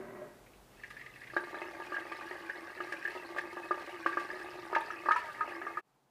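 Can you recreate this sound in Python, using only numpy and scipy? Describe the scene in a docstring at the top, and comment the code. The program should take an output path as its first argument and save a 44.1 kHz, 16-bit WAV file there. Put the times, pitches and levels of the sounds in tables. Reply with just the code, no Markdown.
"""A garage, one microphone close to a car radiator: coolant is poured in from a plastic jug. Over room hiss and
a low drone, the ribbed spout scuffs and knocks into the filler neck. Drips and a trickle start; from 1.3 s air
glugs back up the spout, each bubble thumping and chirping in its air column amid fizz and spatter. Near 5 s the
biggest gulps set the jug ringing. At 5.8 s all sound stops abruptly and a much quieter room tone follows."""
import sys
import numpy as np
from scipy import signal
from scipy.fft import rfft, irfft, next_fast_len
from scipy.io import wavfile
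from scipy.ndimage import uniform_filter1d

SR = 44100
rng = np.random.default_rng(int(sys.argv[2]) if len(sys.argv) > 2 else 0)


def log_audio(samples):
    """Write samples as a 16-bit WAV file to the path given in sys.argv[1]."""
    # one column per channel
    frames = np.atleast_2d(samples).T
    # limit to full scale, then quantise
    limited = np.clip(frames, -1, 1)
    pcm = np.round(limited * 32767).astype(np.int16)
    wavfile.write(sys.argv[1], SR, pcm)


N = 269300
TIME = np.arange(N) / SR


def from_db(db):
    """Decibels to gain."""
    return 10 ** (np.asarray(db) / 20)


def peak_one(x):
    """Scale to peak 1."""
    return x / (np.abs(x).max() + 1e-12)


def gains(rows):
    """Columns of dB over time, as gains at every sample."""
    times, *columns = np.transpose(rows)
    return [from_db(np.interp(TIME, times, db)) for db in columns]


def add(track, s, sound):
    """Mix a sound in at time s."""
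    at = int(np.clip(s * SR, 0, N - 1))
    track[at:at + len(sound)] += sound[:N - at]


def band(x, low_hz, high_hz, order=2):
    """Butterworth band-pass."""
    sos = signal.butter(order, [low_hz, high_hz], "band", fs=SR, output="sos")
    return signal.sosfilt(sos, x + 1e-18)


def coloured(x, spectrum):
    """Give a steady sound a smooth spectrum; rms 1."""
    hz, db = np.transpose(spectrum)
    size = next_fast_len(N)
    bins = np.maximum(np.fft.rfftfreq(size, 1 / SR), 1)
    shape = from_db(np.interp(np.log(bins), np.log(hz), db))
    low_cut = np.minimum(bins / hz[0], 1) ** 2
    shaped = irfft(rfft(x, size) * shape * low_cut, size)[:N]
    return shaped / np.sqrt(np.mean(shaped ** 2) + 1e-20)


def resonate(x, modes, stretch=1):
    """Parallel resonances whose pitches all follow one ratio."""
    stretched_time = np.cumsum(stretch * np.ones(N)) / SR
    out = 0
    for hz, width_hz, db in modes:
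        pole = np.exp(-np.pi * width_hz / SR)
        carrier = np.exp(2j * np.pi * hz * stretched_time)
        ring = signal.lfilter([1 - pole], [1, -pole], x / carrier + 1e-18)
        out = out + from_db(db) * 2 * np.real(carrier * ring)
    return out


def evened(x, span_s):
    """Hold the slow level near rms 1, keeping the grain."""
    power = np.abs(uniform_filter1d(x * x, int(span_s * SR)))
    return x / np.sqrt(power + np.mean(x * x) / 100)


def clicks(per_s, spread_db):
    """Random impulses of uneven size and sign."""
    sizes = from_db(spread_db * np.clip(rng.standard_normal(N), -2, 2))
    return sizes * rng.choice([-1, 1], N) * (rng.random(N) < per_s / SR)


def clumps(per_s, depth_db):
    """A gain that swells and sinks at random."""
    knots = np.clip(rng.standard_normal(1000), -2, 2)
    return from_db(depth_db * np.interp(TIME * per_s, np.arange(len(knots)), knots))


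# room tone after the pour: (frequency [Hz], relative level [dB])
STILL_SPECTRUM = [(24, -47.5), (40, -9.5), (113, -28), (132, -0.5), (153, -12.5), (177, -10), (306, -10.5),
                  (597, -15.5), (765, -9), (2110, -24.5), (15000, -35.5)]
def still_room():
    """A very faint room tone comes in as everything else stops abruptly."""
    fade_in = np.interp(TIME, [5.78, 5.82, 5.88], [0, .25, 1])
    return from_db(-73.5) * coloured(rng.standard_normal(N), STILL_SPECTRUM) * fade_in


# garage hiss all around the microphone: (frequency [Hz], relative level [dB])
HISS_SPECTRUM = [(60, -7), (130, -9), (250, -8), (400, -6.5), (800, -10.5), (1500, -18), (2600, -22.5),
                 (5000, -26), (10000, -28), (15000, -30)]
# drone in the building: (time [s], deep band level [dB], upper band relative level [dB])
DRONE_LEVELS = [(0.0, -64, -77), (0.08, -76, -61), (0.27, -77, -70), (0.51, -66, -72), (1.33, -76, -63.5),
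                (1.41, -77, -73.5), (3.53, -85, -84), (4.52, -77, -68.5), (5.76, -83, -81.5)]
def background():
    """Room hiss and a wavering drone of two narrow noise bands."""
    deep_gain, upper_gain = gains(DRONE_LEVELS)
    hiss = band(coloured(rng.standard_normal(N), HISS_SPECTRUM), 65, 17000)
    deep = evened(band(rng.standard_normal(N), 39, 49.6), span_s=0.18)
    upper = evened(band(rng.standard_normal(N), 121, 133), span_s=0.15)
    return from_db(-60.5) * hiss + deep_gain * deep + from_db(-1.5) * upper_gain * upper


def garage(x, t60_s, wet_db):
    """Diffuse reflections from the engine bay and wooden walls arrive 4 ms behind the direct sound."""
    t = TIME[:SR // 2]
    decay = from_db(-60 * t / t60_s) * (t > .004)
    tail = band(rng.standard_normal(len(t)), 207, 7400, order=1) * decay
    return x + from_db(wet_db) * signal.fftconvolve(x, tail / np.linalg.norm(tail))[:N]


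# resonances of the rubbing spout: (frequency [Hz], width [Hz], gain [dB])
RUB_MODES = [(242, 50, -1.5), (375.5, 25, 7), (594, 35, 1.5), (1010, 210, -12.5), (1290, 70, -19),
             (1550, 120, -13.5), (1907, 47, -8.5)]
# knocks as it settles: (time [s], pitch [Hz], level [dB], time to fall 60 dB [s])
SPOUT_KNOCKS = [(0.001, 377.3, -33.5, 0.11), (0.217, 609, -35.5, 0.11)]
def scuff():
    """The plastic spout rubs evenly in the filler neck, knocks and comes to rest."""
    stop_s, fade_db_per_s = 0.22, 94
    level = from_db(-48 - fade_db_per_s * np.maximum(TIME - stop_s, 0))
    friction = band(clicks(per_s=900, spread_db=0), 100, 1970, order=3)
    out = level * evened(resonate(friction, RUB_MODES), span_s=0.02)
    t = TIME[:SR // 4]
    attack = 1 - np.exp(-t / 0.00085)
    for s, hz, db, t60_s in SPOUT_KNOCKS:
        add(out, s, from_db(db - 60 * t / t60_s) * attack * np.sin(2 * np.pi * hz * t))
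    return out


def bubble(hz, swell_s, rise):
    """A bubble swells and dies, its pitch gliding through hz as it nears the surface."""
    age = TIME[:int(8 * swell_s * SR) + 2] / swell_s
    pitch = hz * np.exp(rise * np.tanh((age - 1) / 2))
    return age * np.exp(1 - age) * np.sin(2 * np.pi * np.cumsum(pitch) / SR)


def swarm(count, hz, octaves, spread_db, swell_s, rise, span_s):
    """Small bubbles of uneven pitch, size and life, held at an even overall level."""
    out = np.zeros(N)
    starts = rng.random(count) * N / SR
    for s, (pitch, size, life) in zip(starts, np.clip(rng.standard_normal((count, 3)), -2, 2)):
        tone = bubble(hz * 2 ** (octaves * pitch), swell_s * np.exp(0.43 * life), rise)
        add(out, s, from_db(spread_db * size) * tone)
    return evened(out, span_s)


# first drips into the neck: (time [s], relative level [dB])
FIRST_DRIPS = [(0.795, -47), (0.834, -33), (0.902, -39.5), (0.966, -36.5), (0.992, -42), (1.011, -36.5),
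               (1.06, -35.5), (1.158, -40.5), (1.215, -38), (1.235, -37.5), (1.27, -38.5), (1.299, -38.5)]
def drips():
    """Each drip traps a small bubble of nearly the same size."""
    out = np.zeros(N)
    for (s, db), detune in zip(FIRST_DRIPS, rng.uniform(-1.14, 1, len(FIRST_DRIPS))):
        add(out, s, from_db(db) * bubble(hz=1820 * (1 + 0.061 * detune), swell_s=0.00344, rise=0.19))
    return out


SURFACE_HZ, TYPICAL_DB = 2000, -26.5   # a glug bubble's pitch at the surface; a middling glug
# coarse spatter and fine spray, each: (frequency [Hz], relative level [dB])
SPATTER_SPECTRUM = [(1400, -3.5), (1750, 5.5), (2200, 4), (2650, 1.5), (3200, -10), (3800, -12),
                    (4800, -18), (6500, -25.5), (15000, -68.5)]
SPRAY_SPECTRUM = [(3000, 0), (5000, -1), (7000, -3), (10000, -2.5), (12000, -17), (15000, -19)]
# larger bubbles bursting: (time [s], relative spatter level [dB], relative spray level [dB])
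SURFACE_BURSTS = [(0.462, -46.5, -80), (0.532, -51, -79), (0.903, -43, -59), (2.118, -33, -84),
                  (2.921, -35, -54.5), (3.382, -34.5, -59), (3.893, -33.5, -65), (4.061, -33, -68),
                  (4.75, -23.5, -68), (5.115, -24, -60), (5.16, -29, -53)]
def splashes():
    """Glugs, drips and bursting bubbles each throw a short crackle of spatter and finer spray."""
    # strong bubbles, and high ones near the surface, throw more
    thrown = [(s, -35.5 + 0.42 * (db - TYPICAL_DB) + 10 * np.log2(hz / SURFACE_HZ))
              for s, db, hz, _ in AIR_GLUGS]
    thrown += [(s, db - 5) for s, db in FIRST_DRIPS]
    events = list(SURFACE_BURSTS) + [(s, db, db - 31) for s, db in thrown]
    spatter_gain, spray_gain, t = np.zeros(N), np.zeros(N), TIME[:SR // 10]
    burst = peak_one((1 - np.exp(-t / 0.0028)) * np.exp(-t / 0.008))
    for s, spatter_db, spray_db in events:
        add(spatter_gain, s, from_db(spatter_db - 11) * burst)
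        add(spray_gain, s, from_db(spray_db - 2.5) * burst)
    spatter = coloured(clicks(per_s=2500, spread_db=1.5), SPATTER_SPECTRUM)
    spray = coloured(clicks(per_s=2000, spread_db=1.5), SPRAY_SPECTRUM)
    return spatter_gain * spatter + spray_gain * spray


def stirring(settle_s):
    """Agitation of the stream, 0-1: it jumps with each glug and settles back."""
    stir = np.zeros(N)
    for s, *_ in AIR_GLUGS:
        add(stir, s, np.exp(-TIME[:SR // 2] / settle_s))
    return np.minimum(stir, 1)


# bursting foam: (frequency [Hz], relative level [dB])
FOAM_SPECTRUM = [(2000, -16.5), (2700, 2), (3200, -0.5), (3800, -5.5), (4800, -5.5), (6200, -12.5),
                 (8500, -15), (10000, -16.5), (12000, -25.5), (15000, -18.5)]
# relative levels of the stream at the neck: (time [s], gurgle [dB], bubbling [dB], fizz [dB])
STREAM_LEVELS = [(0.75, -66, -54, -55), (1.07, -62, -59.5, -67), (1.36, -52, -59.5, -58.5),
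                 (1.53, -54, -53.5, -65), (3.09, -55, -50.5, -62), (3.28, -52.5, -55, -64),
                 (4.18, -53, -50, -62), (4.6, -52, -53, -61), (5.27, -57, -49, -63.5),
                 (5.63, -52.5, -52, -71), (5.76, -58.5, -52.5, -71)]
def stream():
    """The liquid gurgles and bubbles; above it foam fizzes, with tiny ticks and droplet pings."""
    stirred_db = np.outer([3, 3, 4], stirring(settle_s=0.06))
    gurgle_gain, bubbling_gain, fizz_gain = gains(STREAM_LEVELS) * from_db(stirred_db)
    flowing = np.interp(TIME, [0.69, 1], [0, 1])   # the trickle sets in
    full = np.interp(TIME, [1.36, 1.505], [0, 1])   # the spout fills and starts to draw air
    gurgle_gain *= full + from_db(-14.5) * (1 - full)
    fizz_gain *= full + from_db(-4.5) * (1 - full)

    kicks = evened(band(clicks(per_s=130, spread_db=3.5), 341, 1157), span_s=0.06)
    surges = evened(band(clicks(per_s=80, spread_db=4), 302, 445), span_s=0.063)   # ring the lowest mode
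    trickle = swarm(3000, hz=1875, octaves=0.306, spread_db=4, swell_s=0.001, rise=0.037, span_s=0.09)
    foam = evened(coloured(clicks(per_s=1400, spread_db=0), FOAM_SPECTRUM), span_s=0.13)
    foam *= clumps(per_s=45, depth_db=4.5)
    ticks = swarm(1500, hz=4175, octaves=0.22, spread_db=8, swell_s=0.00071, rise=0.011, span_s=0.41)
    prickle = swarm(600, hz=9500, octaves=0.16, spread_db=5, swell_s=0.00044, rise=0.018, span_s=0.23)
    pings = swarm(420, hz=4656, octaves=0.2, spread_db=2.5, swell_s=0.00075, rise=0.023, span_s=0.45)
    plops = swarm(130, hz=636, octaves=0.2, spread_db=3.5, swell_s=0.00196, rise=0.4, span_s=0.3)

    gurgle = from_db(7) * kicks + from_db(-10) * surges + from_db(2) * plops
    liquid = gurgle_gain * gurgle + from_db(4.5) * bubbling_gain * trickle
    pops = (from_db(-8.5) * ticks + from_db(-17.5) * prickle) * clumps(per_s=32, depth_db=4.5)
    fizz = from_db(-4.5) * foam + pops + from_db(-10.5) * pings
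    return flowing * liquid, flowing * fizz_gain * fizz


# air in the spout and in the jug, each: (nominal frequency [Hz], width [Hz], gain [dB])
SPOUT_MODES = [(349.5, 16, 9), (596, 28, -6.5), (813, 34, -15.5), (898, 22, -2), (1189.7, 35.8, 3.5),
               (1247, 35, -16.5), (1645, 33, 2), (1755, 61, -4), (1940, 53, -6), (2158, 25, -5.5),
               (2546, 55, -2)]
JUG_MODES = [(417, 24, -1.5), (644, 32, -1.5), (962, 25, 10), (1289, 24, 10.5), (1688, 26, 3),
             (1809, 18, 7), (1995, 18, 0), (2350, 17, -1)]
# air gaps after the biggest gulps: (time [s], wait before closing [s], pitch lift [share of nominal])
GULP_GAPS = [(4.725, 0.14, 0.041), (5.066, 0.33, 0.09)]
def cavities(x):
    """Sounds in the liquid ring the spout, or mostly the jug while a gap over the liquid is open."""
    openness, opens_s, closes_s, lift_s = 0.85, 0.061, 0.067, 0.1
    gap, jug_ratio = 0, 0.94   # at rest: shut, and the jug below its nominal pitch
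    for s, held_s, lift in GULP_GAPS:
        age = np.maximum(TIME - s, 0)
        opening, closing = age / opens_s, 1 - (age - held_s) / closes_s
        gap = gap + openness * np.clip(np.minimum(opening, closing), 0, 1)
        progress = (age / lift_s) ** 2
        jug_ratio = jug_ratio + lift * progress * np.exp(1 - progress)   # lifts and sinks back
    slosh = clumps(per_s=22, depth_db=0.3351)   # moving liquid keeps changing the air column's length
    return resonate(x * (1 - gap), SPOUT_MODES, slosh) + resonate(x * gap, JUG_MODES, slosh * jug_ratio)


# air glugging up the spout, levels relative: (time [s], bubble level [dB], pitch [Hz], thump level [dB])
AIR_GLUGS = [(1.335, -35, 1260, -30), (1.365, -13, 1400, -12), (1.435, -34, 1405, -25),
             (1.5428, -29.5, 1345, -21.5), (1.5726, -33, 687, -24), (1.617, -31, 2100, -21.5),
             (1.799, -31, 660, -40), (1.92, -27, 1176, -22), (1.942, -26.5, 1570, -36),
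             (1.965, -21, 1435, -31), (2.116, -29.5, 1025, -26), (2.208, -31.5, 1220, -37),
             (2.31, -29, 1820, -23), (2.4966, -23.5, 1664, -35), (2.803, -23, 1270, -21.5),
             (2.922, -28, 1610, -25), (3.051, -20, 1650, -42), (3.075, -26, 1690, -52),
             (3.151, -35, 696, -24), (3.3627, -29.5, 1180, -20.5), (3.3828, -23, 1722, -31),
             (3.569, -30, 1024, -21), (3.709, -15, 1070, -14), (3.775, -27, 633, -32),
             (4.061, -10.5, 1130, -15.5), (4.127, -26, 1490, -52), (4.1709, -15.5, 1127, -16),
             (4.3006, -28.5, 1665, -47), (4.413, -33, 1580, -37), (4.7285, -22.5, 1030, -16),
             (4.749, -15.5, 1445, -37), (4.763, -15, 890, -16.5), (4.903, -23.5, 1398, -43),
             (5.059, -23, 1075, -22), (5.086, -10.5, 1000, -19.5), (5.109, -9, 1220, -29.5),
             (5.16, -19, 1050, -53), (5.4073, -18.5, 1180, -34), (5.478, -36, 830, -24),
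             (5.52, -34, 1690, -24), (5.615, -28, 1505, -29), (5.666, -24.5, 1107, -24.5),
             (5.771, -20.5, 1162, -54)]
def glugs():
    """A bubble pinches off with a one-cycle pressure kick, then chirps towards its surface pitch."""
    thump_hz, thump_decay_s, climb_share = 707, 0.00081, 0.883
    out, t = np.zeros(N), TIME[:SR // 10]
    kick = np.sin(2 * np.pi * thump_hz * t) * np.exp(-t / thump_decay_s)
    thump = peak_one(band(kick, 357, 1110))
    for s, bubble_db, hz, thump_db in AIR_GLUGS:
        swell_s = 0.0024 * 2 ** ((TYPICAL_DB - bubble_db) / 26)   # strong bubbles pinch off faster
        rise = climb_share * np.log(SURFACE_HZ / hz)
        add(out, s, from_db(bubble_db) * bubble(hz, swell_s, rise))
        add(out, s, from_db(thump_db) * thump)
    return out


def scene():
    """Close by the filler neck, in mono: the pour until all sound stops abruptly, then a much quieter room
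    tone."""
    gulps = glugs() + drips()
    flow, fizz = stream()
    direct = from_db(-16.5) * gulps + from_db(-13.5) * flow   # straight out of the filler neck
    sources = cavities(gulps + flow) + direct + splashes() + fizz + scuff()
    pour = garage(sources, t60_s=0.26, wet_db=-11.5) + background()
    cut = np.interp(TIME, [5.793, 5.813], [1, 0])
    return (pour * cut + still_room())[None]


def record(dry):
    """The microphone signal is cut steeply above 15.25 kHz."""
    return signal.sosfilt(signal.ellip(10, .1, 70, 15250, fs=SR, output="sos"), dry)


dry = scene()
out = record(dry)
log_audio(out)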